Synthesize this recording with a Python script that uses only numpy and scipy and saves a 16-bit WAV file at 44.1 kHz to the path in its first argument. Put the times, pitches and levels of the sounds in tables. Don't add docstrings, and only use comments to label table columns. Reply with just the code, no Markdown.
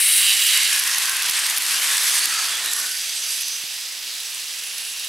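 import sys
import numpy as np
from scipy import signal
from scipy.fft import rfft, irfft, next_fast_len
from scipy.io import wavfile

SR = 44100
rng = np.random.default_rng(int(sys.argv[2]) if len(sys.argv) > 2 else 0)


def ratio_of_db(decibels):
    return 10 ** (np.asarray(decibels, float) / 20)


def wav_out(sig):
    wavfile.write(sys.argv[1], SR, np.round(np.clip(np.atleast_2d(sig).T, -1, 1) * 32767).astype(np.int16))


N = 224067

# time_s, level_db
MOTOR_RATTLE = [(0, -30.5), (.14, -26), (.21, -25), (0.234, -22.5), (.275, -20), (.3, -20.5), (.335, -21.5),
                (.355, -30), (.41, -23.5), (.46, -26), (.5, -22.5), (.57, -23), (.59, -24), (1.0, -27)]
# pitch_hz, width_hz
SHELL_MODES = [(2910, 760), (3860, 240), (4620, 190)]
# level_db (re rattle at mid-pass), change_db_per_s
SHELL_TURNING = [(0.5, 0.5), (-4, -3), (-5.5, 10)]
# pitch_hz, width_hz, level_db
BRUSH_BANDS = [(7900, 1500, -5.5), (8720, 820, 0.5), (9280, 900, 0.5), (10000, 900, -1),
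               (10700, 1000, -2.5), (12200, 1500, -6), (14200, 500, -9), (15200, 1100, -11)]
# time_s, turns_per_s, whine_db
ROTOR = [(0, 191, -68), (.1, 194, -61), (.25, 199, -59), (.33, 203, -55), (.4, 192, -57), (.43, 190, -80),
         (1.0, 200, -85)]
# multiple_of_turn_rate, level_db
WHINE_HARMONICS = [(1, -19), (3, -9), (4, 0)]
# time_s, share_0_to_1
STRUCK_SHARE = [(0, .15), (.2, .3), (.24, .75), (.33, .7), (.4, .3), (.5, .45), (.6, .3), (1.0, .2)]

# time_s, level_db
ROAR = [(0, -23), (.25, -21.5), (.6, -20.5), (.9, -22), (1.2, -23.5), (1.35, -21.5), (1.58, -24.5),
        (1.85, -23), (2.04, -22.5), (2.18, -23), (2.5, -25.5), (2.76, -28.5), (3.3, -28), (3.4, -29),
        (3.46, -30), (4.0, -31), (4.7, -31), (5.08, -31)]
# pitch_hz, density_db_per_hz
NEAR_SPECTRUM = [(15, -75), (25, -44), (148, -36.5), (267, -22.5), (583, -21), (1030, -6), (1270, -4.5),
                 (1710, 0), (2180, 0), (4760, -1.5), (6940, -2.5), (8380, -3.5), (11000, -2.5), (12900, -8),
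                 (15600, -23)]
# pitch_hz, density_db_per_hz
FAR_SPECTRUM = [(15, -70), (25, -41), (188, -23.5), (227, -31.5), (483, -20), (1110, -23.5), (1240, -20),
                (2180, -9), (2850, 2.5), (3180, -7), (5160, 2.5), (6580, -8), (9850, -4.5), (11000, -13),
                (15600, -29)]
# pitch_hz, likeness_0_to_1
CHANNEL_LIKENESS = [(60, 1), (180, 0.58), (550, 0.79), (1650, 0.92), (4970, 0.9), (15000, 0.92)]
# time_s, distance_0_to_1
DISTANCE_COLOUR = [(0, 0.055), (.6, 0.097), (2.6, 0.31), (2.95, 0.74), (3.6, 0.75), (5.08, 0.79)]
# time_s, level_db
TRACK_LOAD = [(0, -12.5), (.45, -12), (.52, -8), (.7, -6), (.9, 0), (1.9, 2.5), (2.4, 3), (2.84, 9),
              (2.93, 1), (5.08, 3)]
# time_s, length_s, brightness_db
WHEEL_GLINTS = [(0.103, 0.13, 0.5), (0.334, 0.073, 2), (0.844, 0.06, 0.5), (1.05, 0.11, 0),
                (1.455, 0.047, -2), (1.71, 0.073, 2), (1.835, 0.046, 3), (2.095, 0.14, 4),
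                (2.802, 0.13, 2.5), (3.005, 0.05, -1.5), (3.338, 0.053, 5.5), (4.003, 0.18, -4)]
# loudest_s, length_s, pitch_hz, level_db
COACH_PANELS = [(0.519, 0.0054, 597, -47), (.52, .006, 700, -50), (0.575, 0.054, 1050, -48),
                (1.004, 0.25, 1054, -42), (1.85, 0.15, 1110, -44), (2.396, 0.18, 1310, -38.5),
                (2.79, 0.048, 1160, -43), (.15, .15, 2180, -35.5), (0.606, 0.098, 2080, -31),
                (0.76, 0.25, 1670, -34), (0.934, 0.19, 1890, -33.5), (1.133, 0.14, 1566, -35),
                (1.354, 0.086, 1840, -36), (1.8, 0.04, 1730, -44), (1.927, 0.084, 1720, -34.5),
                (2.202, 0.27, 1676, -38), (.13, 0.026, 1000, -52), (0.23, .04, 1130, -47),
                (.36, 0.081, 1110, -48), (2.2, 0.17, 1940, -36), (2.73, 0.28, 1820, -39),
                (2.84, 0.13, 1505, -40), (1.203, 0.06, 2630, -32), (1.303, 0.11, 3360, -33),
                (1.348, .08, 4070, -36), (1.756, 0.058, 2810, -33.5), (1.814, 0.079, 3070, -30.5),
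                (1.92, 0.076, 3620, -32), (2.116, 0.058, 3280, -33), (2.197, .06, 2700, -38),
                (2.55, 0.065, 3400, -32), (2.68, 0.081, 3910, -32.5), (1.45, 0.086, 4800, -36),
                (1.746, .05, 4800, -31), (2.13, 0.044, 4820, -29), (2.226, 0.046, 4500, -31),
                (2.4, 0.15, 4640, -32), (.9, .08, 5500, -34), (0.95, 0.04, 6370, -31),
                (1.853, 0.046, 5700, -37), (1.85, .05, 6560, -39), (2.148, .08, 6340, -32),
                (2.353, 0.093, 6400, -35), (2.78, 0.056, 5800, -31), (0.397, 0.25, 7670, -29),
                (1.4, .1, 8350, -29.5), (1.75, 0.074, 8240, -35), (1.997, 0.097, 8100, -31),
                (2.15, 0.079, 8900, -27.5), (2.2, 0.053, 10000, -31), (2.098, 0.066, 10900, -31),
                (2.747, 0.071, 7800, -34), (.45, .1, 14200, -31)]

# release_s, build_up_s, pitch_hz, level_db
FLANGE_RUBS = [(3, .2, 4750, -35), (3.05, .15, 4750, -35.5), (2.6, 0.09, 4750, -36),
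               (3.33, 0.12, 4750, -33), (7.9, 0.13, 4750, -32), (3.1, .06, 6050, -33),
               (3.26, 0.067, 6050, -33), (3.7, 0.27, 6050, -29), (3.19, 0.037, 8500, -26.5),
               (3.36, .05, 8500, -43), (2.97, 0.12, 11050, -33), (2.8, 0.13, 11050, -27),
               (3.42, 0.16, 11050, -33)]
# pitch_hz, width_hz
FLANGE_MODES = [(4800, 360), (6050, 620), (8400, 980), (11050, 940)]
# loudest_s, build_up_s, pitch_hz, level_db
WHEEL_SONGS = [(4.99, 0.38, 2780, -36), (7.1, 0.12, 2780, -34), (4.15, 0.068, 3870, -39),
               (5.14, 0.18, 3870, -36), (3.45, 0.17, 4900, -32.5), (3.83, .2, 4900, -34.5),
               (4.5, .1, 4900, -39), (4.17, 0.25, 4900, -37), (3.75, .2, 10080, -44),
               (4.26, 0.29, 10080, -40), (4.7, .2, 10080, -39), (4.85, 0.2, 10080, -40),
               (4.9, .2, 10080, -37)]
# pitch_hz, width_hz
WHEEL_MODES = [(2780, 380), (3870, 180), (4950, 750), (10080, 300)]
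# pitch_hz, width_hz, level_db
RAIL_MODES = [(3400, 40, 1), (5920, 180, -1), (6930, 110, -2), (7920, 300, -4), (8840, 250, -13),
              (11530, 250, -4.5), (12550, 490, -7)]

# time_s, crack_peak_db, ring_db (re crack)
FAR_AXLES = [(3.0945, -26, -8), (3.4102, -20, -10), (4.025, -36, -12), (4.2035, -30, -6), (4.346, -31, 5),
             (4.403, -30, -6), (4.6366, -26, -6)]
# first_s, second_s, first_db, second_db, ring_db (re crack)
FAR_BOGIES = [(2.913, 2.986, -20, -21.5, -8), (3.06, 3.125, -27, -27, -6), (3.2368, 3.306, -28, -23, -4),
              (3.418, 3.483, -23, -22, -7), (4.782, 4.8497, -22.5, -25, 0), (4.996, 5.047, -24, -24.5, -3)]
# time_s, crack_peak_db, ring_db (re crack)
NEAR_AXLES = [(0.575, -8.5, -8), (0.6329, -14, -15.9), (0.7259, -25, 0), (0.7611, -14.2, -9.8),
              (0.7922, -22, -5.5), (0.793, -12, -7.5), (0.7971, -9.5, -11), (0.8372, -14, -5),
              (0.876, -14.1, -9), (0.9045, -22, -0.5), (0.915, -23, -7.2), (0.9466, -15, -5.9),
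              (0.9835, -11, -7.8), (1.056, -13.5, -1), (1.0953, -12, -12.7), (1.1676, -14.5, -11.8),
              (1.2235, -12, -4.4), (1.2316, -17, -3.3), (1.2964, -11, -5), (1.299, -12, -16),
              (1.311, -15, -1.3), (1.3915, -13, -3.5), (1.4658, -14, -4), (1.499, -16, 6.5),
              (1.5015, -16, -7), (1.5063, -17.6, -3.2), (1.5079, -19, -3.8), (1.5646, -17.5, -3.7),
              (1.5672, -16.5, 2), (1.5736, -17, 5), (1.5759, -13.5, -11.3), (1.5817, -12, -6),
              (1.6221, -14, -14.2), (1.6646, -17, 0), (1.6838, -25, -2.8), (1.6908, -23, -10.6),
              (1.7971, -23, 0), (1.97, -14, 2), (1.9798, -15.3, 4.3), (2.0319, -20, -7),
              (2.0342, -16.2, -5), (2.042, -20, -15.9), (2.0967, -14, -5.3), (2.182, -19, 3),
              (2.1932, -14, -0.1), (2.2427, -18.5, -6.3), (2.255, -16, 0), (2.2569, -10.9, -2),
              (2.34, -27, -5.1), (2.4134, -28.4, 10.3), (2.443, -18.8, -4.4), (2.485, -27, 9),
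              (2.5536, -22.0, 2), (2.6464, -28, 8), (2.66, -16, -3), (2.716, -21, 1.2), (2.7313, -33, 1),
              (2.7343, -13, 3), (2.7642, -25, 7), (2.818, -34, -8.4)]
# low_hz, high_hz
TICK_PARTS = [
    (8900, 12800),
    (6800, 9300),
    (2500, 7000),
    (12500, 15000),
]

# time_s, peak_db
FLOOR_KNOCKS = [(0.512, -46), (0.766, -48), (0.83, -44), (1.118, -48), (1.276, -46), (1.489, -44),
                (1.562, -42), (2.253, -46), (2.448, -51), (2.643, -46), (2.729, -44), (2.81, -47)]
# time_s, peak_db
MICROPHONE_BUMP = [(3.6394, -45.5)]
# pitch_hz, width_hz, depth_0_to_1
HOUSING_NOTCHES = [(6900, 700, .25), (12150, 200, .4), (13450, 250, .45), (14700, 250, .4)]
# time_s, left_minus_right_db
STEREO_LEAN = [(0, 1.9), (.25, -1.5), (.5, -2), (.9, -0.8), (1.6, -.6), (2.1, -0.8), (2.6, -1.5), (3.1, -2),
               (3.6, -2.3), (5.08, -2)]
# time_s, low_db, middle_db, high_db
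STEREO_WIDTH = [(0, -8, -2, -3), (.2, -8, -4, 0.5), (.35, -7, -3, 2), (.7, -2, 0.5, 4),
                (1.0, -1.5, 0.5, -0.5), (5.08, 5, 0.5, 1.5)]
WIDTH_BORDERS = 2400, 7800


def rms_one(x):
    return x / np.sqrt(np.mean(x ** 2) + 1e-20)


def in_time(rows):
    s, *columns = np.transpose(rows)
    return [np.interp(np.arange(N) / SR, s, c) for c in columns]


def at_hz(points, hz):
    point_hz, values = np.transpose(points)
    return np.interp(np.log(hz), np.log(point_hz), values)


def drift(rate):
    r = np.exp(-32 * np.pi * rate / SR)
    white = rng.standard_normal(N // 16 + 4002)
    slow = signal.lfilter([1], [1, -2 * r, r * r], white)[4000:]
    return np.interp(np.arange(N) / 16, np.arange(len(slow)), rms_one(slow - slow.mean()))


def resonance(x, hz, width_hz):
    r = np.exp(-np.pi * width_hz / SR)
    zeros = np.array([1, 0, -1]) * (1 - r * r) / 2
    return signal.lfilter(zeros, [1, -2 * r * np.cos(2 * np.pi * hz / SR), r * r], x)


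def sharp_resonance(x, hz, width_hz):
    return resonance(resonance(x, hz, width_hz), hz, width_hz)


def body(x, modes, patchy_db, rate):
    total = 0
    for k, (hz, width_hz, db) in enumerate(modes):
        gain = ratio_of_db(db + patchy_db * drift(rate))
        total = total + sharp_resonance(x, hz, 1.05 * width_hz) * gain * (-1) ** k
    return rms_one(total)


def ringing(x, modes, levels_db, fade):
    t = np.arange(N) / SR
    since_start, until_end = t - levels_db[0][0], levels_db[-1][0] - t
    sounding = np.clip((np.minimum(since_start, until_end) + fade) / fade, 0, 1)
    total = 0
    for (hz, width_hz), db in zip(modes, in_time(levels_db)):
        total = total + rms_one(sharp_resonance(x, hz, width_hz)) * ratio_of_db(db + .7 * drift(14))
    return sounding * total


def swells(modes, events, rest_db, release_s, start, end):
    t = np.arange(start, end, .005)
    power = np.full((len(modes), len(t)), ratio_of_db(2 * rest_db))
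    for s, build_s, hz, db in events:
        nearest = np.argmin([abs(mode[0] - hz) for mode in modes])
        off_peak = np.where(t < s, (s - t) / build_s, (t - s) / release_s)
        power[nearest] += ratio_of_db(2 * db) * np.exp(-off_peak ** 2)
    return np.column_stack([t, *(10 * np.log10(power))])


def spread(mid, side, alike):
    return np.sqrt(1 + alike) * mid + np.sqrt(1 - alike) * side * [[1], [-1]]


def wide_noise(alike):
    mid, side = rng.standard_normal((2, N))
    return spread(mid, side, alike)


def knocks():
    t, thuds = np.arange(N) / SR, 0
    for s, db in FLOOR_KNOCKS:
        after = np.maximum(t - s, 0) / .014
        thuds = thuds + ratio_of_db(db + 17) * after * np.exp(-after)
    rumble = sharp_resonance(thuds * wide_noise(.75), 265, 160)
    bump = 0
    for s, db in MICROPHONE_BUMP:
        push = 1.5 * np.exp(-((t - s) / .00045) ** 2)
        rebound = .35 * np.exp(-((t - s - .0032) / .0018) ** 2)
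        bump = bump + ratio_of_db(db) * (rebound - push)
    direct = signal.lfilter([1, -1], [1, -.995], bump)
    return rumble + 1.2 * resonance(bump, 310, 260) + direct


def rattles():
    taps_per_s, level_db = 350, -11
    sizes = ratio_of_db(3.5 * np.minimum(rng.exponential(1, N), 3.5)) * rng.choice([-1, 1], N)
    struck = rng.random(N) < taps_per_s * ratio_of_db(4 * drift(15)) / SR
    taps = sizes * struck + 1e-18
    dealt = rng.integers(0, 12, N)
    rings = 0
    for k, hz in enumerate(np.geomspace(1700, 10500, 12)):
        lean = .2 * (-1) ** k
        rings = rings + resonance(taps * (dealt == k), hz, 350 + .08 * hz) * [[1 + lean], [1 - lean]]
    roar_db, distance = in_time(ROAR)[0], in_time(DISTANCE_COLOUR)[0]
    return ratio_of_db(roar_db + level_db - 5 * distance) * rms_one(rings)


def far_wheels():
    levels_db = swells(WHEEL_MODES, WHEEL_SONGS, rest_db=-58, release_s=0.14, start=3.0, end=5.3)
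    wheels = ratio_of_db(-4.0) * ringing(wide_noise(0.96), WHEEL_MODES, levels_db, fade=0.26)
    rails = body(wide_noise(.9), RAIL_MODES, patchy_db=1.5, rate=3)
    return wheels + ratio_of_db(in_time(ROAR)[0] - 7.0) * in_time(DISTANCE_COLOUR)[0] * rails


def flanges():
    levels_db = swells(FLANGE_MODES, FLANGE_RUBS, rest_db=-40.5, release_s=0.0082, start=2.75, end=3.55)
    return ratio_of_db(-2.5) * ringing(wide_noise(0.99), FLANGE_MODES, levels_db, fade=0.095)


def coaches():
    out, rough = np.zeros((2, N)), wide_noise(.97) * ratio_of_db(2.5 * drift(60))
    for s, length, hz, db in COACH_PANELS:
        at = np.arange(max(round((s - 2 * length) * SR), 0), round((s + 2 * length) * SR))
        ring = sharp_resonance(rough[:, at], hz, .085 * hz)
        passing = np.exp(-((at / SR - s) / length) ** 2)
        out[:, at] += ratio_of_db(db) * passing * rms_one(ring)
    return out


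def bounce():
    t, light = np.arange(0, N, 32) / SR, 0
    for s, db, _ in NEAR_AXLES:
        if db > -16:
            light = light + (t > s + .002) * np.exp(-np.abs(t - s) / .03)
    return ratio_of_db(-2.6 * np.interp(np.arange(N) / SR, t, np.minimum(light, 1.3)) + .4)


def roar_spectrum(points, hz):
    level = ratio_of_db(at_hz(points, hz))
    return level / np.sqrt(np.mean(level ** 2 * (hz > 1500) * (hz < 7000)))


def rolling():
    coarse = np.arange(0, N, 32)
    roar_db, load_db, distance = (in_time(rows)[0][coarse] for rows in (ROAR, TRACK_LOAD, DISTANCE_COLOUR))
    size = next_fast_len(N)
    hz = np.fft.rfftfreq(size, 1 / SR) + 1
    mid, side = rfft(rng.standard_normal((2, size)))
    pair = spread(mid, side, np.clip(at_hz(CHANNEL_LIKENESS, hz), 0, .99))
    near, far = roar_spectrum(NEAR_SPECTRUM, hz), roar_spectrum(FAR_SPECTRUM, hz)
    bright_db = -0.5 + 0.075 * load_db + 0.03 * distance
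    for s, length, db in WHEEL_GLINTS:
        bright_db += db * np.exp(-((coarse / SR - s) / length) ** 2)
    grit = .8 * drift(50) + 1.3 * drift(300) + .6 * drift(12)
    out = 0
    for octave in np.arange(4.5, 14.5, .5):
        shape = np.cos(np.pi * np.clip(np.log2(hz) - octave, -.5, .5)) ** 2
        low = np.interp(octave, [6.1, 10.1, 10.6, 10.82], [0.26, 0.96, 0.55, 0.084])
        high = np.clip((octave - 11.6) / 2.0, 0, 1)
        far_db = np.sum(20 * np.log10(far / near) * shape) / shape.sum()
        slow_db = roar_db + distance * far_db + low * load_db + high * bright_db
        grit_db = (np.interp(octave, [10, 11], [0.33, 0.39]) + .75 * high) * grit
        gain_db = np.interp(np.arange(N), coarse, slow_db) + .7 * drift(7) + grit_db
        out = out + ratio_of_db(gain_db - 3.0) * irfft(pair * near * shape, size)[:, :N]
    return out


def joints():
    far_axles = []
    for s1, s2, db1, db2, ring_db in FAR_BOGIES:
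        far_axles += [(s1, db1, ring_db), (s2, db2, ring_db)]
    far_axles += list(FAR_AXLES)
    axles = far_axles + list(NEAR_AXLES)
    is_far = (np.arange(len(axles)) < len(far_axles))[:, None, None]
    distance = np.interp([a[0] for a in axles], *np.transpose(DISTANCE_COLOUR))
    t = np.arange(-200, 400) / SR
    rise_s = .0002
    fall_s = .001 + .0035 * distance[:, None, None] ** 2
    swell = 0
    for s, gain in ((-.0026, is_far * ratio_of_db(-6)), (0, 1)):
        swell = swell + gain * np.where(t < s, np.exp((t - s) / rise_s), np.exp((s - t) / fall_s))
    sprays = rng.standard_normal((len(axles), 2, 600)) * swell
    parts = []
    for band in TICK_PARTS:
        part = signal.sosfilt(signal.butter(3, band, "band", fs=SR, output="sos"), sprays)
        parts.append(part / np.sqrt(np.mean(part[:, :1, 200:240] ** 2, axis=2, keepdims=True)))
    crack, ring, thud, edge = parts
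    out = np.zeros((2, N + 600))
    for k, (s, peak_db, ring_db) in enumerate(axles):
        body_db = -19.5 + 0.72 * (peak_db + 24)
        bright = ratio_of_db(-0.5 * distance[k]) * (crack[k] + ratio_of_db(-11) * edge[k])
        tick = ratio_of_db(peak_db - 2.5) * (bright + ratio_of_db(ring_db - 0.8) * ring[k])
        mid, side = tick + ratio_of_db(body_db - 10) * thud[k]
        at = round(s * SR) - 208
        out[:, at:at + 600] += mid + 0.2 * side * [[1], [-1]]
    return out[:, :N]


def locomotive():
    t = np.arange(N) / SR
    turns, whine_db = in_time(ROTOR)
    struck = in_time(STRUCK_SHARE)[0]
    phase = np.cumsum(turns * (1 + .004 * drift(33))) / SR + .35
    once_a_turn = np.diff(np.floor(phase), prepend=0)
    blows = once_a_turn * ratio_of_db(1.3 * rng.standard_normal(N)) * np.sqrt(SR / turns)
    mid_pass_s = 0.62
    shell_db = []
    for s, db in MOTOR_RATTLE:
        shell_db.append((s, *(db + rel_db + turn * (s - mid_pass_s) for rel_db, turn in SHELL_TURNING)))
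    force = np.sqrt(struck) * blows + np.sqrt((1 - struck) / 2) * wide_noise(0.89)
    rattle = ringing(force, SHELL_MODES, shell_db, fade=.1)
    facing_db, hold_s, shaded_db, settle_s = -16.5, 0.19, -28, 0.18
    brush_db = shaded_db + (facing_db - shaded_db) * np.exp(-np.maximum(t - hold_s, 0) / settle_s)
    beat = 1 + 0.19 * np.cos(2 * np.pi * phase)
    hiss = ratio_of_db(brush_db) * body(beat * wide_noise(0.98), BRUSH_BANDS, patchy_db=1.6, rate=22)
    whine = 0
    for k, db in WHINE_HARMONICS:
        whine = whine + ratio_of_db(db + 2 * drift(15)) * np.sin(2 * np.pi * k * phase) * np.sqrt(2)
    going = np.clip((MOTOR_RATTLE[-1][0] - t) / .5, 0, 1)
    return going * (rattle + ratio_of_db(-0.5) * hiss + ratio_of_db(whine_db + 1) * whine)


def scene():
    train = bounce() * (rolling() + coaches()) + far_wheels() + flanges() + joints() + locomotive()
    left, right = knocks() + rattles() + train
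    mid, side = (left + right) / 2, (left - right) / 2
    low, below_top = (signal.sosfiltfilt(signal.butter(4, hz, fs=SR, output="sos"), side)
                      for hz in WIDTH_BORDERS)
    bands = low, below_top - low, side - below_top
    side = sum(ratio_of_db(db) * band for db, band in zip(in_time(STEREO_WIDTH), bands))
    return (mid + side * [[1], [-1]]) * ratio_of_db(in_time(STEREO_LEAN)[0] * [[.5], [-.5]])


def top_cut(x):
    return signal.sosfilt(signal.butter(12, 15710, fs=SR, output="sos"), x)


def record(dry):
    for hz, width_hz, depth in HOUSING_NOTCHES:
        dry = dry - depth * resonance(dry, hz, width_hz)
    bright_noise = np.diff(wide_noise(0.92), n=3, prepend=np.zeros((2, 3)))
    hiss = ratio_of_db(-41) * rms_one(bright_noise)
    rounded = 1.2 * np.tanh((dry + hiss) / 1.2)
    cut = signal.sosfilt(signal.ellip(8, .3, 50, 15750, fs=SR, output="sos"), rounded)
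    return top_cut(cut)


dry = scene()
out = record(dry)
wav_out(out)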